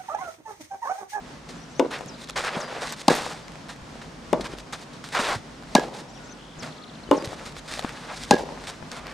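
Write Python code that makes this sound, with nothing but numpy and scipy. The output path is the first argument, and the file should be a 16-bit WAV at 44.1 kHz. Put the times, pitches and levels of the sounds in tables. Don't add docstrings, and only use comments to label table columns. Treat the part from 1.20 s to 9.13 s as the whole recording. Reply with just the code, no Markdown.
import sys
import numpy as np
from scipy import signal
from scipy.fft import rfft, irfft
from scipy.io import wavfile
from scipy.ndimage import map_coordinates

SR = 44100
rng = np.random.default_rng(int(sys.argv[2]) if len(sys.argv) > 2 else 0)


def natural_amplitude(level_db):
    exponent = np.asarray(level_db, float) / 20
    return 10 ** exponent


def generate_wav(sig):
    pcm = np.round(np.clip(np.atleast_2d(sig).T, -1, 1) * 32767).astype(np.int16)
    wavfile.write(sys.argv[1], SR, pcm)


N = 349713

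# (frequency [Hz], density [dB per Hz])
AIR_SPECTRUM = [(53, -32), (90, -16.5), (157, 0), (191, -7), (245, -2), (307, -8), (372, -11.5),
                (550, -11), (1000, -13.5), (1470, -16.5), (2420, -21.5), (5500, -25.5), (9600, -36),
                   (11000, -48.5), (14000, -47)]
# (frequency [Hz], correlation [0..1])
LIKENESS = [(60, 0.5), (180, 1), (540, 0.54), (1640, 0.38), (4950, 0.47), (14900, 0.75)]
# (frequency [Hz], density [dB per Hz])
WIND_SPECTRUM = [(20, -44), (35, -18), (49, 0), (62, -11), (90, -12), (130, -30), (300, -90)]
# (time [s], level [dB])
GUSTS = [(0.0, -52), (0.17, -59), (0.79, -58), (1.92, -63), (2.32, -56.5), (3.2, -52), (3.82, -61),
         (4.17, -52), (5.54, -59), (6.1, -55), (6.54, -48), (6.67, -58), (7.09, -51), (7.93, -57)]
TRAFFIC_DB = -41

# (start [s], level [dB])
PHRASES = [
    (0.345, 2),
    (4.879, 3),
]
# (offset [s], length [s], start [Hz], middle [Hz], end [Hz])
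MOTIF = [
    (0, .05, 5350, 5800, 6550),
    (.004, .034, 6850, 7150, 7650),
    (.048, .042, 5150, 5600, 5950),
    (.088, .015, 5950, 5750, 5050),
]
MOTIF_DB, MOTIF_GAP_S, REPEAT_DB, REPEAT_RISE = [-58, -60, -55, -52], .152, 2.1, 1.045
# (middle [Hz], swing [Hz], level [dB])
TRILL = (3150, 380, -48.5)
TRILL_S, TRILL_PER_S, TRILL_STROKE_S, TRILL_CLIMB_HZ = 5.181, 72, .009, 10
# (offset [s], length [s], start [Hz], middle [Hz], end [Hz])
ARCH = [
    (-.004, .007, 3700, 4000, 4400),
    (.006, .012, 3150, 3900, 4550),
    (.023, .012, 4550, 3800, 2950),
]
ARCH_DB = [-6, 0, 1]
ARCH_RUNS, ARCH_SPACING_S = [(.934, -49), (5.498, -46)], .0568
LEVEL, ARCHED, DROP, PLUNGE = (1, 1, 1), (.66, 1, .69), (1.12, 1, .85), (1.32, 1, .84)
CREST, FALL, RISE, HOOK = (.93, 1, .82), (1.17, 1, .8), (.96, 1, 1.04), (.8, 1, .78)
# (time [s], length [s], middle [Hz], level [dB], shape)
NOTES = [(.148, .033, 2000, -53, LEVEL), (.876, .032, 5780, -45, PLUNGE), (1.399, .033, 5700, -37, PLUNGE),
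         (.907, .05, 4900, -53, LEVEL), (1.43, .066, 4850, -47, LEVEL), (2.21, .06, 4900, -55, ARCHED),
         (4.952, .038, 3100, -50, FALL), (4.978, .21, 1455, -53, LEVEL), (5.569, .115, 1240, -48.5, LEVEL),
         (5.104, .022, 3800, -53, HOOK), (5.17, .008, 4500, -49, HOOK), (5.112, .024, 4250, -55, LEVEL),
         (5.088, .013, 2550, -52, RISE), (5.035, .016, 4300, -55, RISE), (1.344, .02, 3400, -44, RISE),
         (5.066, .02, 5000, -55, RISE), (5.104, .037, 6380, -49, CREST), (5.777, .035, 2550, -55, PLUNGE),
         (5.386, .034, 5680, -42, PLUNGE), (5.834, .014, 4300, -46, CREST), (5.87, .02, 3050, -52, CREST),
         (5.782, .01, 4150, -53, RISE), (.655, .008, 4100, -44, CREST), (.575, .04, 6450, -50, RISE),
         (5.964, .029, 5750, -40, PLUNGE), (5.99, .035, 4800, -48, LEVEL)]

# (time [s], length [s], hiss [dB], change along slide [dB], body over hiss [dB])
SLIDES = [(1.33, 0.058, -43, 3.5, 13), (1.478, 0.16, -47, 3.5, 13), (1.611, 0.12, -36, 0.5, -1),
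          (1.976, 0.15, -34.5, -4, 1.5), (1.241, 0.033, -35, -1, 8), (0.725, 0.057, -46, -4, 7),
          (3.245, 0.016, -38.5, 2, 2), (6.48, 0.12, -38, -0.5, -5), (3.291, 0.044, -51.5, 6.5, 3.5),
          (3.924, 0.02, -38, 3.5, 4), (3.949, 0.031, -32, -2, 9), (3.991, 0.16, -29.5, -4, 6),
          (4.741, 0.063, -41.5, -1.5, -10), (5.93, 0.1, -42.5, -7.5, 6), (6.086, 0.053, -45.5, 3.5, 5),
          (6.164, 0.12, -49, 1.5, 5), (6.625, 0.35, -43.5, -8, 5), (7.055, 0.055, -47.5, 6, -3),
          (1.828, .048, -49, 3, -3), (4.163, .02, -42, -5, -3), (4.47, 0.085, -56, 9, -10),
          (7.472, 0.02, -35, 3, -9), (7.717, 0.071, -40.5, -3.5, 4), (7.804, 0.11, -61, 9.5, 15.5)]
# (time [s], length [s], hiss [dB], body over hiss [dB])
LANDINGS = [(0.292, 0.029, -37, -6), (0.71, 0.12, -39.5, 9.5), (1.162, 0.021, -29.5, 7),
            (1.171, 0.076, -29.5, 5), (1.282, 0.094, -40, 12.5), (2.146, 0.077, -43.5, 3),
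            (3.211, 0.0088, -32.5, -4), (1.404, 0.061, -37.5, 11.5), (1.901, 0.084, -25, 4),
            (2.493, 0.04, -37.5, 1.5), (2.818, 0.029, -44.5, 5), (3.532, 0.018, -29.5, -1.5),
            (3.734, 0.037, -46, -19), (3.842, 0.15, -42, -3.5), (4.638, 0.04, -45, 8.5),
            (5.426, 0.057, -37, 4.5), (6.046, 0.033, -35, -2), (6.257, 0.06, -39, -11),
            (6.515, 0.058, -33, -12), (7.183, 0.038, -38, -7), (7.501, 0.073, -43.5, 2.5)]
# (time [s], length [s], hiss at end [dB], body over hiss [dB])
PUSHES = [(0.984, 0.06, -39, -21), (1.087, 0.0096, -32.5, -5), (1.764, 0.053, -36, -22),
          (1.78, 0.013, -42, -20), (3.209, 0.03, -54, 14), (3.373, 0.032, -40, -17),
          (3.569, 0.066, -42, -9), (6.353, 0.04, -39, -21), (6.437, 0.033, -45, -6),
          (6.825, 0.12, -43.5, 7.5), (6.939, 0.11, -34.5, -31), (6.94, 0.037, -36, -25),
          (7.381, 0.08, -43, 2)]
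LANDING_FADE_DB, PUSH_SWELL_DB = -11, 11.5
CONTACT_S, LIFT_S, PUSH_LIFT_S = 0.0058, 0.024, 0.009
# (frequency [Hz], density [dB per Hz])
GRIT_SPECTRUM = [(1180, -1.5), (2000, 0.5), (2910, -4.5), (3600, 2), (9600, -9), (10800, -24.5),
                 (13600, -21), (14600, -44)]
# (frequency [Hz], density [dB per Hz])
SCRAPE_SPECTRUM = [(200, -29), (330, -9.5), (480, -2), (840, -4), (1600, -4.5), (2700, -10), (5500, -21.5),
                   (9000, -49)]
# (time [s], centre [Hz])
SOLE = [
    [(0.71, 660), (0.735, 1500), (0.774, 905), (0.8, 670), (0.83, 666)],
    [(1.16, 1430), (1.214, 1060), (1.276, 1490), (1.322, 870), (1.396, 670), (1.646, 900), (1.75, 1220)],
    [(1.93, 771), (1.942, 811), (1.968, 1150), (2.036, 1100), (2.068, 977), (2.116, 1120), (2.17, 771)],
    [(3.93, 1560), (4.0, 940), (4.018, 900), (4.054, 1010), (4.09, 880), (4.17, 1050)],
    [(6.46, 795), (6.528, 1500), (6.576, 788), (6.706, 880), (6.752, 788), (6.86, 1140), (6.95, 1050)],
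]
SOLE_BANDS_HZ, SOLE_FOCUS_DB = [600, 805, 1190, 1750], 4.5
CLUMP_DB = 3.2

# (time [s], force [dB], strings [dB], side fence [dB], left-right [dB])
FAR_BLOWS = [
    (.5952, -4.5, -17.5, 9, 5.2),
    (3.1287, -5.5, -20.5, -10, 6.4),
    (5.9114, -2, -14, -14, 5.3),
]
# (time [s], force [dB], strings [dB], side fence [dB], left-right [dB])
NEAR_BLOWS = [
    (1.8806, -5, -21.5, -6.5, 2.5),
    (4.5506, -4, -20, -26, 1.5),
    (7.1087, -2.5, -16.5, -8, 3),
]
# (frequency [Hz], t60 [s], delay after contact [s])
FAR_MODES = [(867, 0.017, 0.00305), (1494, 0.034, 0.00357), (2870, 0.016, 0.00146), (996, 0.054, 0.00378),
             (784, .02, 0.0071)]
# (frequency [Hz], t60 [s], delay after contact [s])
NEAR_MODES = [(820, 0.026, 0.00118), (1643, 0.084, 0.0092), (1663, 0.16, 0.014), (1050, 0.059, 0.0027),
              (1613, 0.17, 0.0083)]
# (frequency [Hz], t60 [s], level re ball push [dB])
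LESSER_MODES = [(268, 0.042, -7.5), (470, 0.039, -22), (595, 0.018, -0.5), (1055, 0.024, -6),
                (1235, 0.038, -22), (2170, 0.0019, 12.5), (3530, 0.028, -22)]
# (frequency [Hz], delay [s], level re frame [dB])
FAR_REBOUNDS = [(276, 0.0014, -10), (700, 0.0041, -3), (232, 0.00076, -11.5)]
# (frequency [Hz], delay [s], level re frame [dB])
NEAR_REBOUNDS = [(1060, .003, -5), (830, .0105, -4), (800, .0095, -10)]
# (delay [s], level re blow [dB], left-right [dB], polarity)
FAR_WALLS = [(.01, -34, -2, 1), (0.0183, -35, -1, -0.61), (0.029, -12.5, -3, 0.87), (.0375, -20, 2, 1),
             (0.067, -9, 3, -0.85)]
# (delay [s], level re blow [dB], left-right [dB], polarity)
NEAR_WALLS = [(.0045, 2, -2, 0.76), (.009, -45, -7, 1), (0.024, 9, 4, 0.97), (0.0332, 1, -2, -0.92),
              (.049, -15, 2, 1), (.099, -15.5, 4, 0.83), (0.128, -20.5, 3, 1)]
SIDE_FENCE = 2
NEAR_REACH, FAR_REACH = [1.003, 1.008, .988], [1.001, 1.007, .999]
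NEAR_PUSH, FAR_PUSH = (234.6, 0.0103), (445, 0.0033)
STRING_FLUTTER_DB, FLUTTER_S, STRING_SIDE_DB = 3.5, .004, -5.5
RIM_T60_S, RIM_DB = 0.069, -16
CRACK_HOLD_S, REBOUND_T60_S = 0.0016, 0.019
OPEN_COURT_DB = -9

# (time [s], peak [dB], centre [Hz])
TICKS = [(0.716, -25, 2280), (0.8605, -28, 7000), (.734, -22, 2250), (.742, -28, 4500), (.79, -23, 2000),
         (.786, -32, 6000), (1.074, -29, 3330), (1.0983, -15, 2560), (1.627, -25, 1770),
         (2.2818, -22.5, 1530), (2.3193, -28, 1580), (2.3562, -20.5, 1280), (2.4857, -28, 2150),
         (2.754, -27, 1370), (3.2093, -21, 1410), (3.3858, -20, 2300), (3.841, -20.5, 1600),
         (3.8886, -20.5, 1610), (3.9488, -24, 1210), (4.425, -27, 1270), (4.435, -25, 1350),
         (6.024, -20, 1350), (6.053, -30, 1490), (6.196, -23, 1230), (6.2627, -23, 2070),
         (6.323, -27, 1220), (6.3668, -19, 1620), (6.5385, -13, 2150), (6.593, -10, 1850),
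         (6.6498, -18.5, 1320), (6.6925, -18.5, 1510)]
# (time [s], peak [dB], centre [Hz])
SNAPS = [(1.088, -23, 3430), (1.107, -20, 4140), (1.1774, -12, 1570), (1.1924, -17, 1560),
         (1.673, -16, 1860), (1.729, -18, 1840), (2.5624, -30, 2020), (3.245, -34, 4200),
         (3.2694, -20, 1780), (3.528, -26, 1800), (3.9784, -18, 1710), (6.0557, -23, 4500),
         (6.058, -20, 4800), (1.925, -22, 6000), (1.952, -13, 8000), (1.964, -14, 8000), (1.975, -21, 9000),
         (1.989, -22, 7000), (2.023, -30, 9500), (7.182, -36, 8500), (7.201, -34, 7000), (7.207, -35, 7000),
         (3.5255, -20, 4200), (1.269, -21, 1900), (1.228, -25, 1700), (1.724, -15.5, 7500),
         (7.036, -15, 5000), (.81, -19, 900), (3.95, -13, 2500), (3.988, -25, 4000), (4.049, -19, 3500),
         (1.2478, -13, 1600), (1.514, -29, 1500), (1.56, -24, 1200), (1.591, -27, 1200),
         (6.0745, -19, 2020), (6.577, -22, 1860), (6.6122, -20, 1790), (6.625, -20, 1650),
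         (6.639, -21, 1610), (6.7074, -30, 1820), (7.1794, -26, 1660), (7.4397, -24, 1560),
         (7.472, -18, 1550), (7.7165, -16.5, 3800), (7.869, -17.5, 1800), (7.914, -23, 1780),
         (7.9224, -27, 1540)]
TICK_T60_S, SNAP_T60_S = 0.0065, .0035

# (time [s], peak [dB], pitch [Hz], ring [cycles], left-right
# [dB])
THUDS = [(0.808, -25.5, 730, 2.9, 11), (0.86, -27, 218, 2.1, -1), (2.756, -32, 620, 2.5, 1.5),
         (3.243, -26, 260, 1.6, 1), (7.375, -28, 900, 2.6, 6), (1.368, -21, 203, 2.4, 2),
         (1.388, -32, 600, 10, 0), (2.064, -19, 820, 2.5, 5), (2.619, -32, 61.9, 1.5, 1.5),
         (3.208, -26, 236, 2.7, 1), (3.336, -22, 312, 1.3, 5), (3.994, -23.5, 235, 3.7, 2),
         (4.157, -29.5, 109, 3.4, -3.5), (4.731, -32.5, 600, 3.9, 6), (4.815, -35, 347, 3.4, 0.5),
         (5.291, -46, 315, 3.3, 0.0), (5.385, -18.5, 227, 0.64, 3), (5.423, -30.5, 183, 2.9, 2),
         (6.592, -26.5, 685, 3.9, 13), (6.647, -18, 970, 2.3, 7), (5.89, -22, 372, 1.5, 6),
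         (6.024, -25, 326, 2.6, 2), (6.073, -23, 111, 1.45, 2), (6.120, -23, 564, 1.9, 8),
         (6.575, -31, 610, 4.9, 2), (6.646, -17, 253, 2.04, 2.5), (7.289, -26, 825, 3.8, 7),
         (7.626, -25.5, 634, 0.92, 15), (3.35, -34, 700, 2.8, 5), (6.13, -26, 760, 2.8, 10)]


def in_time(rows):
    s, *columns = np.transpose(rows)
    return [np.interp(np.arange(N) / SR, s, c) for c in columns]


def at_hz(points):
    hz, value = np.transpose(points)
    return np.interp(np.log(np.arange(N // 2 + 1) * SR / N + 1), np.log(hz), value)


def coloured(x, spectrum):
    y = irfft(rfft(x) * natural_amplitude(at_hz(spectrum)), N)
    return y / np.sqrt(np.mean(y ** 2))


def drift(rate_hz):
    knots = rng.standard_normal(800)
    return map_coordinates(knots, [np.arange(N) * (rate_hz / SR)], order=3, mode="wrap")


def pan(x, db):
    return x * natural_amplitude(np.array([[db / 2], [-db / 2]]))


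def add(out, x, s):
    i = int(round(s * SR))
    out[:, i:i + x.shape[-1]] += x[..., :N - i]


def low(x, hz, order=2):
    return signal.sosfilt(signal.butter(order, hz, fs=SR, output="sos"), x)


def band(x, edges_hz, order):
    return signal.sosfilt(signal.butter(order, edges_hz, "band", fs=SR, output="sos"), x)


def ring(hz, t60_s, rise_s, late_s=0):
    t = np.maximum(np.arange(4000) / SR - late_s, 0)
    return -np.sin(2 * np.pi * hz * t) * natural_amplitude(-60 * t / t60_s) * (1 - np.exp(-t / rise_s))


def air():
    wind_db, = in_time(GUSTS)
    alike = np.clip(at_hz(LIKENESS), 0, 1)
    mid, side = rfft(rng.standard_normal((2, N)))
    stereo = np.sqrt(1 + alike) * mid + np.sqrt(1 - alike) * side * [[1], [-1]]
    hum = coloured(irfft(stereo, N), AIR_SPECTRUM)
    wind = coloured(rng.standard_normal(N) + 0.13 * rng.standard_normal((2, N)), WIND_SPECTRUM)
    lumps_db, sway_db = 2.5 * drift(6), 1.3 * drift(9)
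    hum = natural_amplitude(TRAFFIC_DB + sway_db) * low(hum, 18000)
    return hum + natural_amplitude(wind_db + 2.0 + lumps_db) * pan(wind, -1.7)


def whistle(length_s, start_hz, middle_hz, end_hz, db):
    u = np.linspace(0, 1, int(length_s * SR))
    hz = np.polyval(np.polyfit([0, .5, 1], [start_hz, middle_hz, end_hz], 2), u)
    flutter_db = np.interp(u * length_s / .005, np.arange(60), rng.normal(0, 3, 60))
    return natural_amplitude(db + flutter_db) * np.sqrt(np.sin(np.pi * u)) * np.sin(2 * np.pi * np.cumsum(hz) / SR)


def birds():
    notes = []
    for s, db in PHRASES:
        for k in range(2):
            for (at_s, length_s, *hz), stroke_db in zip(MOTIF, MOTIF_DB):
                pitches = np.array(hz) * REPEAT_RISE ** k
                notes.append((s + k * MOTIF_GAP_S + at_s, length_s, *pitches, db + stroke_db + k * REPEAT_DB))
    for s, db in ARCH_RUNS:
        for k in range(5):
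            for (at_s, *stroke), stroke_db in zip(ARCH, ARCH_DB):
                notes.append((s + k * ARCH_SPACING_S + at_s, *stroke, db + stroke_db))
    middle_hz, swing_hz, db = TRILL
    for k in range(13):
        s = TRILL_S + (k + rng.normal(0, 0.14)) / TRILL_PER_S
        pitches = middle_hz + TRILL_CLIMB_HZ * k + swing_hz * np.array([1, 0, -1]) + rng.normal(0, 99)
        notes.append((s, TRILL_STROKE_S, *pitches, db))
    notes += [(s, length_s, *(hz * np.array(shape)), db) for s, length_s, hz, db, shape in NOTES]
    out = np.zeros((2, N))
    for s, *note in notes:
        add(out, pan(whistle(*note), 7.8), s)
    return out


def shoe_pressure():
    moves = [(*slide, LIFT_S) for slide in SLIDES]
    moves += [(s, length_s, db, LANDING_FADE_DB, over_db, LIFT_S) for s, length_s, db, over_db in LANDINGS]
    moves += [(s, length_s, db - PUSH_SWELL_DB, PUSH_SWELL_DB, over_db, PUSH_LIFT_S)
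              for s, length_s, db, over_db in PUSHES]
    hiss, body, t = np.zeros(N), np.zeros(N), np.arange(N) / SR
    for s, length_s, db, change_db, over_db, lift_s in moves:
        on = np.interp(t, [s - CONTACT_S, s, s + length_s, s + length_s + lift_s], [0, 1, 1, 0])
        pressure = on * natural_amplitude(db + change_db * np.clip((t - s) / length_s, 0, 1))
        hiss = np.hypot(hiss, pressure)
        body = np.hypot(body, pressure * natural_amplitude(over_db))
    return hiss, body


def sole(scrape):
    sole_hz, = in_time([point for slide in SOLE for point in slide])
    under = [0]
    for hz in SOLE_BANDS_HZ:
        under.append(signal.sosfiltfilt(signal.butter(2, hz, fs=SR, output="sos"), scrape))
    under.append(scrape)
    centres_hz = 0.85 * np.array(SOLE_BANDS_HZ + [1.26 * SOLE_BANDS_HZ[-1]])
    out = 0
    for hz, below, above in zip(centres_hz, under, under[1:]):
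        focus_db = -SOLE_FOCUS_DB * np.log2(hz / sole_hz) ** 2
        out = out + natural_amplitude(CLUMP_DB * drift(40) + focus_db + 1.0) * (above - below)
    return out


def shoes(spread_db, crunch_db, wide):
    hiss, body = shoe_pressure()
    sizes = np.minimum(rng.exponential(1, (2, 1, N)), 3.2)
    grains = rng.standard_normal((2, 3, N)) * natural_amplitude(spread_db * sizes)
    fine, coarse = grains[:, :1] + np.reshape(wide, (2, 1, 1)) * grains[:, 1:]
    crunch = natural_amplitude(crunch_db * drift(70))
    scrape = sole(coloured(coarse, SCRAPE_SPECTRUM))
    return crunch * (hiss * coloured(fine, GRIT_SPECTRUM) + body * scrape)


def squash(hz, length_s):
    t = np.arange(4000) / SR
    return -np.sin(2 * np.pi * hz * t) * np.sin(np.pi * np.minimum(t / length_s, 1))


def string_ring(string_db, modes, rise_s):
    knots = rng.standard_normal((4, 30))
    out = 0
    for db, turns, (hz, t60_s, late_s) in zip([-5.0, -0.5, -2.0, -6], knots, modes):
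        sway = np.interp(np.arange(4000) / SR / FLUTTER_S, np.arange(30), turns)
        out = out + natural_amplitude(string_db + db + STRING_FLUTTER_DB * sway) * ring(hz, t60_s, rise_s, late_s)
    return out


def lesser_ring(level_db, rise_s):
    out = 0
    for (hz, t60_s, db), (size, late) in zip(LESSER_MODES, rng.random((len(LESSER_MODES), 2))):
        out = out + natural_amplitude(level_db + db + 9.1 * size) * ring(hz, t60_s, rise_s, 0.000858 + 0.003914 * late)
    return out


def contact_crack(db, hz, t60_s):
    t = np.arange(4000) / SR
    noise = rng.standard_normal((2, 4001)) * 0.29 + rng.standard_normal(4001)
    burst = np.diff(low(noise, hz, order=3))
    fade = natural_amplitude(-60 * np.maximum(t - CRACK_HOLD_S, 0) / t60_s)
    return natural_amplitude(db) * burst / np.std(burst) * fade * np.minimum(t / 0.00077, 1)


def scattered(tail_db, tail_t60_s, fence_s):
    t = np.arange(SR * 3 // 4) / SR
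    shared, own = rng.standard_normal(len(t)), rng.standard_normal((2, len(t)))
    lumps = natural_amplitude(3.16 * rng.standard_normal(len(t) // 175).repeat(175))
    dying = natural_amplitude(-60 * t / tail_t60_s) + natural_amplitude(-18.5 - 60 * t / 0.95)
    sparse = natural_amplitude(OPEN_COURT_DB * np.clip((fence_s - t) / 0.0027, 0, 1))
    tail = (shared + .5 * own) * lumps * natural_amplitude(tail_db) * dying * np.clip(t / 0.0033, 0, 1) * sparse
    bright = band(tail * natural_amplitude(-60 * t / 2.1), [1300, 5500], 2)
    return tail, bright


def rackets(blows, reaches, walls, push, modes, rebounds, return_push, frame_db, crack_db, lesser_db, rise_s,
            crack_t60_s, crack_hz, rim_hz, wall_hz, blur_t60_s, tail_db, tail_t60_s, fence_s):
    out, t = np.zeros((2, N)), np.arange(4000) / SR
    (frame_hz, frame_t60_s, frame_late_s), *string_modes = modes
    for (s, push_db, string_db, fence_db, pan_db), reach, swing in zip(blows, reaches, rebounds):
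        swing_hz, swing_late_s, swing_db = swing
        blow = natural_amplitude(push_db) * squash(*push)
        blow = blow + natural_amplitude(push_db + frame_db) * ring(frame_hz, frame_t60_s, rise_s, frame_late_s)
        blow = blow + natural_amplitude(crack_db + RIM_DB) * ring(rim_hz, RIM_T60_S, rise_s, 0.003)
        blow = blow + lesser_ring(push_db + lesser_db, rise_s)
        strings = string_ring(string_db, string_modes, rise_s)
        crack = contact_crack(crack_db, crack_hz, crack_t60_s)
        rebound = natural_amplitude(push_db + frame_db + swing_db) * ring(swing_hz, REBOUND_T60_S, rise_s, swing_late_s)
        add(out, pan(blow + crack + rebound, pan_db) + pan(strings, pan_db + STRING_SIDE_DB), s)

        front = low((blow + strings) * natural_amplitude(-60 * t / blur_t60_s), wall_hz)
        echo = 0.12 * front + 0.78 * natural_amplitude(push_db) * squash(*return_push)
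        for k, (delay_s, back_db, back_pan_db, polarity) in enumerate(walls):
            level_db = back_db + fence_db * (k == SIDE_FENCE)
            add(out, pan(natural_amplitude(level_db) * polarity * echo, back_pan_db), s + reach * delay_s)

        tail, bright = scattered(tail_db, tail_t60_s, fence_s)
        add(out, signal.fftconvolve(tail, (front + 0.71 * echo)[None, :700], axes=1), s)
        add(out, natural_amplitude(crack_db + 20.5) * bright, s)
    return out


def far_racket():
    return rackets(FAR_BLOWS, FAR_REACH, FAR_WALLS, FAR_PUSH, FAR_MODES, FAR_REBOUNDS, return_push=FAR_PUSH,
                   frame_db=0.5, crack_db=-26, lesser_db=-6.5, rise_s=0.0011,
                   crack_t60_s=0.011, crack_hz=6500, rim_hz=3620, wall_hz=1620, blur_t60_s=0.45,
                   tail_db=-32.0, tail_t60_s=0.14, fence_s=0.0073)


def near_racket():
    return rackets(NEAR_BLOWS, NEAR_REACH, NEAR_WALLS, NEAR_PUSH, NEAR_MODES, NEAR_REBOUNDS,
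                   return_push=(390, .0042), frame_db=6.5, crack_db=-9.5, lesser_db=-1.5, rise_s=0.0005,
                   crack_t60_s=0.018, crack_hz=5100, rim_hz=3980, wall_hz=2020, blur_t60_s=0.02,
                   tail_db=-22.5, tail_t60_s=0.098, fence_s=0.02)


def stones():
    out, t = np.zeros((2, N)), np.arange(3000) / SR
    hits = [(*tick, TICK_T60_S) for tick in TICKS] + [(*snap, SNAP_T60_S) for snap in SNAPS]
    for s, db, hz, t60_s in hits:
        noise = rng.standard_normal(3000) + 0.57 * rng.standard_normal((2, 3000))
        burst = band(noise, [.5 * hz, 1.35 * hz], 1)
        burst = low(burst, 7900, order=1) * natural_amplitude(-60 * t / t60_s)
        add(out, natural_amplitude(db - 2.0) * burst / np.abs(burst).max(), s)
    return out


def thuds():
    out, t = np.zeros((2, N)), np.arange(4000) / SR
    for s, db, hz, cycles, pan_db in THUDS:
        puff = natural_amplitude(-10.5) * low(rng.standard_normal(4000), 2.0 * hz) * natural_amplitude(-60 * t / 0.018)
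        body = ring(hz, 2 * cycles / hz, 0.77 / hz)
        add(out, pan(natural_amplitude(db + 13.0) * (body + puff), pan_db), s)
    return out


def scene():
    blows = far_racket() + near_racket()
    high_pass = signal.butter(2, 110, "high", fs=SR, output="sos")
    knocks = signal.sosfilt(high_pass, blows)
    grit = shoes(spread_db=7.0, crunch_db=0.88, wide=[.18, .3])
    return air() + birds() + grit + knocks + stones() + thuds()


def low_pass(x):
    return signal.sosfilt(signal.butter(12, 15500, fs=SR, output="sos"), x)


def record(dry):
    rounded = 1.056 * np.tanh(dry / 1.274)
    return low_pass(low(rounded, 13400, order=10))


dry = scene()
out = record(dry)
generate_wav(out)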